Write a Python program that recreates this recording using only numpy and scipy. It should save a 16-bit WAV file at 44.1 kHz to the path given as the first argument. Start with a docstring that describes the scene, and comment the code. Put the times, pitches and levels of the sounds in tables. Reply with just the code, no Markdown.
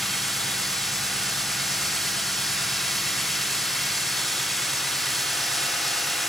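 """In a stone workshop, a bridge saw feeds its water-cooled diamond blade through a granite block.
The blade turns about nine times a second and each turn retraces the grooves of the last, so the
grinding churns in rhythm. The machine hums on multiples of that turn, cooling water hisses off
the rim, and near the end the blade bites harder and rings."""
import sys
import numpy as np
from scipy import signal
from scipy.fft import irfft
from scipy.io import wavfile
from scipy.ndimage import uniform_filter1d

SR = 44100
rng = np.random.default_rng(int(sys.argv[2]) if len(sys.argv) > 2 else 0)


def file_out(sig):
    """Save sig as 16-bit WAV at sys.argv[1]."""
    # one column per channel
    cols = np.atleast_2d(sig).T
    # limit, then scale
    lim = np.clip(cols, -1, 1)
    pcm = np.round(lim * 32767).astype(np.int16)
    wavfile.write(sys.argv[1], SR, pcm)


N = 276948
TIME = np.arange(N) / SR
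TRAVEL_BEND = 3.64  # changes from the carriage's travel start slowly and gather pace


def gain_of(db):
    """Turns decibels into a gain."""
    return 10 ** (np.asarray(db) / 20)


def unit_level(x):
    """Scales to an average (rms) level of 1."""
    return x / np.sqrt(np.mean(x ** 2) + 1e-20)


def at_time(rows, t):
    """A table's value at the times t."""
    rows = np.asarray(rows, float)
    return np.interp(t, rows[:, 0], rows[:, 1])


def at_pitch(rows, hz, column=1):
    """A table's value at the frequencies hz, on a log scale."""
    rows = np.asarray(rows, float)
    return np.interp(np.log(hz + 1), np.log(rows[:, 0] + 1), rows[:, column])


def wander(db, points):
    """A slow random drift in level."""
    return db * np.interp(TIME, np.linspace(0, TIME[-1], points), rng.standard_normal(points))


def patches(shape, frames, bins):
    """Smooth random patches over frequency and time."""
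    field = rng.standard_normal(shape)
    for _ in range(2):
        field = uniform_filter1d(field, bins, axis=0, mode="wrap")
        field = uniform_filter1d(field, frames, axis=1, mode="wrap")
    return unit_level(field)


# Boost of a sizzling band in the hiss: t/s, level/dB
SIZZLE = [(0, 0), (1.3, -0.6), (1.85, 1.2), (2.1, 0.5), (2.7, 1.5), (3.5, -0.1), (4.05, 0.6), (4.45, -.3),
          (5.5, -0.4), (5.9, 1.3), (6.28, -2.8)]
def shimmer(hz, t, ripple_db=1.15, drift_db=0.72, glint_db=1.94, sizzle_hz=4970, width_hz=1000):
    """A steady, fine random ripple colours the sound; narrow bands glint and drift; the sizzle swells."""
    shape = (len(hz), len(t))
    ripple = ripple_db * patches((len(hz), 1), frames=1, bins=4)
    drift = drift_db * patches(shape, frames=6, bins=22)
    glints = glint_db * patches(shape, frames=3, bins=3)
    sizzle = at_time(SIZZLE, t) * np.exp(-((hz - sizzle_hz) / width_hz) ** 2)
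    treble = hz ** 2 / (hz ** 2 + 900 ** 2)  # the bass stays steady
    return treble * (ripple + drift + glints) + sizzle


# How alike left and right sound: f/Hz, likeness/0-1, left's lead/radians
STEREO = [(100, .985, .05), (300, .86, .25), (700, .5, .6), (1000, .6, .5), (1450, .99, 0), (2450, .995, 0),
          (2900, .91, .52), (5150, .91, .5), (5900, .87, -.75), (6500, .99, 0), (7800, .99, 0),
          (8100, .88, 1.95), (9200, .85, 1.8), (10150, .83, 1), (10500, .99, 0), (11200, .99, 0),
          (12500, .75, -2.1), (13400, .9, -3.14), (14800, .7, -4.7), (15400, .97, -6.2)]
# How much louder the left is than the right: f/Hz, level/dB
BALANCE = [(60, -.4), (160, -.9), (350, -.2), (800, 2), (1500, 0)]
def stereo_noise(pair, colour_db, size=4096):
    """Shapes two noises by colour_db(hz, t), adds shimmer and blends them into stereo at rms 1."""
    framing = dict(fs=SR, nperseg=size, noverlap=size - size // 4)
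    hz, t, (direct, diffuse) = signal.stft(pair, **framing)
    hz = hz[:, None]
    likeness = np.clip(at_pitch(STEREO, hz), 0, 1)
    lean = gain_of(at_pitch(BALANCE, hz) / 2)
    lag = np.exp(-1j * at_pitch(STEREO, hz, column=2))
    right = (likeness * direct + np.sqrt(1 - likeness ** 2) * diffuse) * lag
    spectrum = np.array([direct * lean, right / lean]) * gain_of(colour_db(hz, t) + shimmer(hz, t))
    _, sound = signal.istft(spectrum, **framing)
    return unit_level(sound[:, :N])


def blade_tone(turns, multiple, db, waver, points=38):
    """One wavering stereo tone, locked to the nearest whole multiple of the blade's turn."""
    multiple = round(multiple)
    hz = multiple * BLADE_SPEED[0][1]
    wobble = rng.standard_normal(points) + 1j * rng.standard_normal(points)
    load = 1 + waver * np.interp(TIME, np.linspace(0, TIME[-1], points), wobble)
    wave = np.sqrt(2) * gain_of(db) * load * np.exp(2j * np.pi * (multiple * turns + rng.random()))
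    lean = gain_of(at_pitch(BALANCE, hz) / 2)
    lag = np.exp(-1j * at_pitch(STEREO, hz, column=2))
    return np.array([wave.real * lean, (wave * lag).real / lean])


# Humming tones, most fading toward the end: multiple of the turn, starting level/dB, change/dB
HUM_TONES = [(6, -61.5, -5), (7, -61, -13), (8, -60, -12), (12, -52.5, -13), (14, -54, -19),
             (15, -54.5, -9), (16, -50, -6), (21, -47.5, -24), (23, -55.5, -17), (30, -58, -3),
             (32, -60.5, 0), (39, -55, -10), (89.7, -51, -40), (160.2, -50.5, -5)]
def machine_hum(turns):
    """Drive and blade hum on multiples of the turn; most tones fade as the carriage travels."""
    travel = (TIME / TIME[-1]) ** TRAVEL_BEND
    return sum(blade_tone(turns, multiple, db + change_db * travel, waver=.16)
               for multiple, db, change_db in HUM_TONES)


# Tone colour of the spray: f/Hz, relative level/dB
SPRAY_COLOUR = [(30, -38), (60, -20), (130, 0.5), (250, -8), (600, -6), (1400, -3.5), (3000, -4.5),
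                (5000, 0), (7200, -0.5), (8600, 2), (9900, -4), (11900, -4), (13000, -10), (16000, -18.5)]
# Loudness of the water over time: t/s, level/dB before boost_db
WATER_FLOW = [(0.0, -32.5), (1.52, -33), (1.64, -32), (2.83, -32.5), (4.34, -32.5), (4.72, -33),
              (5.18, -32.5), (6.28, -32.5)]
def water_spray(turns, boost_db=3, swish_db=.6, swish_turn=0.44, drops_per_s=300, drop_size=1.55):
    """A fine mist with single drops flies off the rim; the blade's wobble throws more once a turn."""
    drops = (rng.random(N) < drops_per_s / SR) * rng.laplace(0, 1, N)
    water = rng.standard_normal((2, N)) + drop_size * drops
    swish = swish_db * np.cos(2 * np.pi * (turns - swish_turn))
    flow_db = boost_db + at_time(WATER_FLOW, TIME) + wander(db=0.4, points=40)
    return stereo_noise(water, lambda hz, t: at_pitch(SPRAY_COLOUR, hz)) * gain_of(flow_db + swish)


# How hard the blade bites the stone: t/s, bite/0-1
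BITE = [(0, 0.24), (1.5, 0.47), (2.6, 0.1), (3.4, 0), (3.9, 0.07), (5.2, 0.3), (5.38, 0.97), (5.8, 0.97),
        (6.28, 0.9)]
# Tones of the blade: multiple of the turn, final level/dB at full bite, drop with no bite/dB
BLADE_TONES = [(36, -57.5, -1), (43, -55, 1.5), (56, -58.5, 8), (75, -54.5, 2), (76.5, -54, 14),
               (79.7, -47, 9), (93, -54.5, 12), (93.2, -55.5, 11), (101.8, -57, -1), (168, -52.5, 5),
               (310, -47.5, 10)]
def blade_whine(turns, rise_db_per_s=1.5):
    """The blade sings louder the deeper the cut and the harder it bites."""
    slack = 1 - at_time(BITE, TIME)
    depth_db = rise_db_per_s * (TIME - TIME[-1])
    return sum(blade_tone(turns, multiple, db + depth_db - drop_db * slack, waver=.24)
               for multiple, db, drop_db in BLADE_TONES)


# How much of the grooves survives a turn (fine scratches wear away first): f/Hz, share/0-1
GROOVE_MEMORY = [(130, 0.92), (300, 1), (600, .96), (1400, .92), (2500, 0.8), (3700, 0.77), (5500, 0.51),
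                 (9000, 0.45), (16000, .15)]
def groove_scrape(turns, steps_per_turn=8192, harmonics=1900):
    """Every turn keeps part of the last turn's rough pattern and cuts the rest anew."""
    kept = np.clip(at_pitch(GROOVE_MEMORY, np.arange(harmonics) * BLADE_SPEED[0][1]), 0, .995)
    pattern = np.exp(2j * np.pi * rng.random(harmonics))
    laps = []
    for _ in range(int(turns[-1]) + 2):
        fresh = np.exp(2j * np.pi * rng.random(harmonics))
        pattern = kept * pattern + np.sqrt(1 - kept ** 2) * fresh
        laps.append(irfft(pattern, steps_per_turn))
    track = np.concatenate(laps)
    return np.interp(turns * steps_per_turn, np.arange(len(track)), track)


# Tone colour of the rim scraping granite: f/Hz, relative level/dB
GRIND_COLOUR = [(30, -38), (55, -12), (90, -12), (130, 4), (165, -14.5), (230, -6), (420, -8.5),
                (920, -6.5), (1100, 0), (1600, 0.06), (2400, -0.9), (4800, 0.5), (7000, -4), (16000, -11.5)]
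# Where the steel disc rings: f/Hz, width/Hz, boost with no bite/dB, boost at full bite/dB
DISC_RINGS = [(354, 28, -1, 4.5), (516.2, 57, 2.5, 9), (692, 77, 4.5, 10), (809, 40, 3.5, 11),
              (1260, 138, 0.5, 3.5), (1480, 90, 0.5, 4), (1720, 76, 1, 3.5), (1915, 79, 4, 3.5),
              (2100, 93, 3, 1), (2713, 260, 2.5, 5), (3204, 145, 5, 1.5), (3490, 70, 0.5, 6),
              (4430, 350, 2.5, 0.5), (5050, 200, 2, 5), (5740, 160, 2, 5.5), (6550, 120, 1.5, -1)]
def grinding(turns, start_db=-29.5, rise_db_per_s=0.26, uneven_db=0.52, segments=80):
    """Diamond segments of uneven height scrape the stone, louder as the cut deepens."""
    def colour_db(hz, t, thinning_db=9, rumble_hz=230):
        """A harder bite rings the disc; the rumble thins as the carriage travels."""
        bite = at_time(BITE, t)
        ring_db = sum((light + (full - light) * bite) / (1 + (2 * (hz - centre) / width) ** 2)
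                      for centre, width, light, full in DISC_RINGS)
        thinned_db = thinning_db * (t / TIME[-1]) ** TRAVEL_BEND * (hz < rumble_hz)
        return at_pitch(GRIND_COLOUR, hz) + ring_db - thinned_db
    heights = rng.standard_normal(segments)
    passing_height = np.interp(turns * segments, np.arange(segments), heights, period=segments)
    scrape = np.array([groove_scrape(turns), groove_scrape(turns)]) * gain_of(uneven_db * passing_height)
    effort_db = start_db + rise_db_per_s * TIME + wander(db=.2, points=40)
    return stereo_noise(scrape, colour_db) * gain_of(effort_db)


# How fast the blade spins: t/s, f/Hz (turns a second)
BLADE_SPEED = [(0, 8.908), (.45, 8.911), (1.95, 8.922), (3.45, 8.936), (4.65, 8.944), (5.65, 8.953)]
def scene():
    """All four sounds follow the turning of the blade."""
    turns = np.cumsum(at_time(BLADE_SPEED, TIME)) / SR
    return grinding(turns) + water_spray(turns) + machine_hum(turns) + blade_whine(turns)


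def record(dry):
    """Cuts away the very highest treble."""
    low_pass = signal.firwin(511, cutoff=15800, window=("kaiser", 9), fs=SR)
    return signal.oaconvolve(dry, low_pass[None], "same", axes=1)


dry = scene()
out = record(dry)
file_out(out)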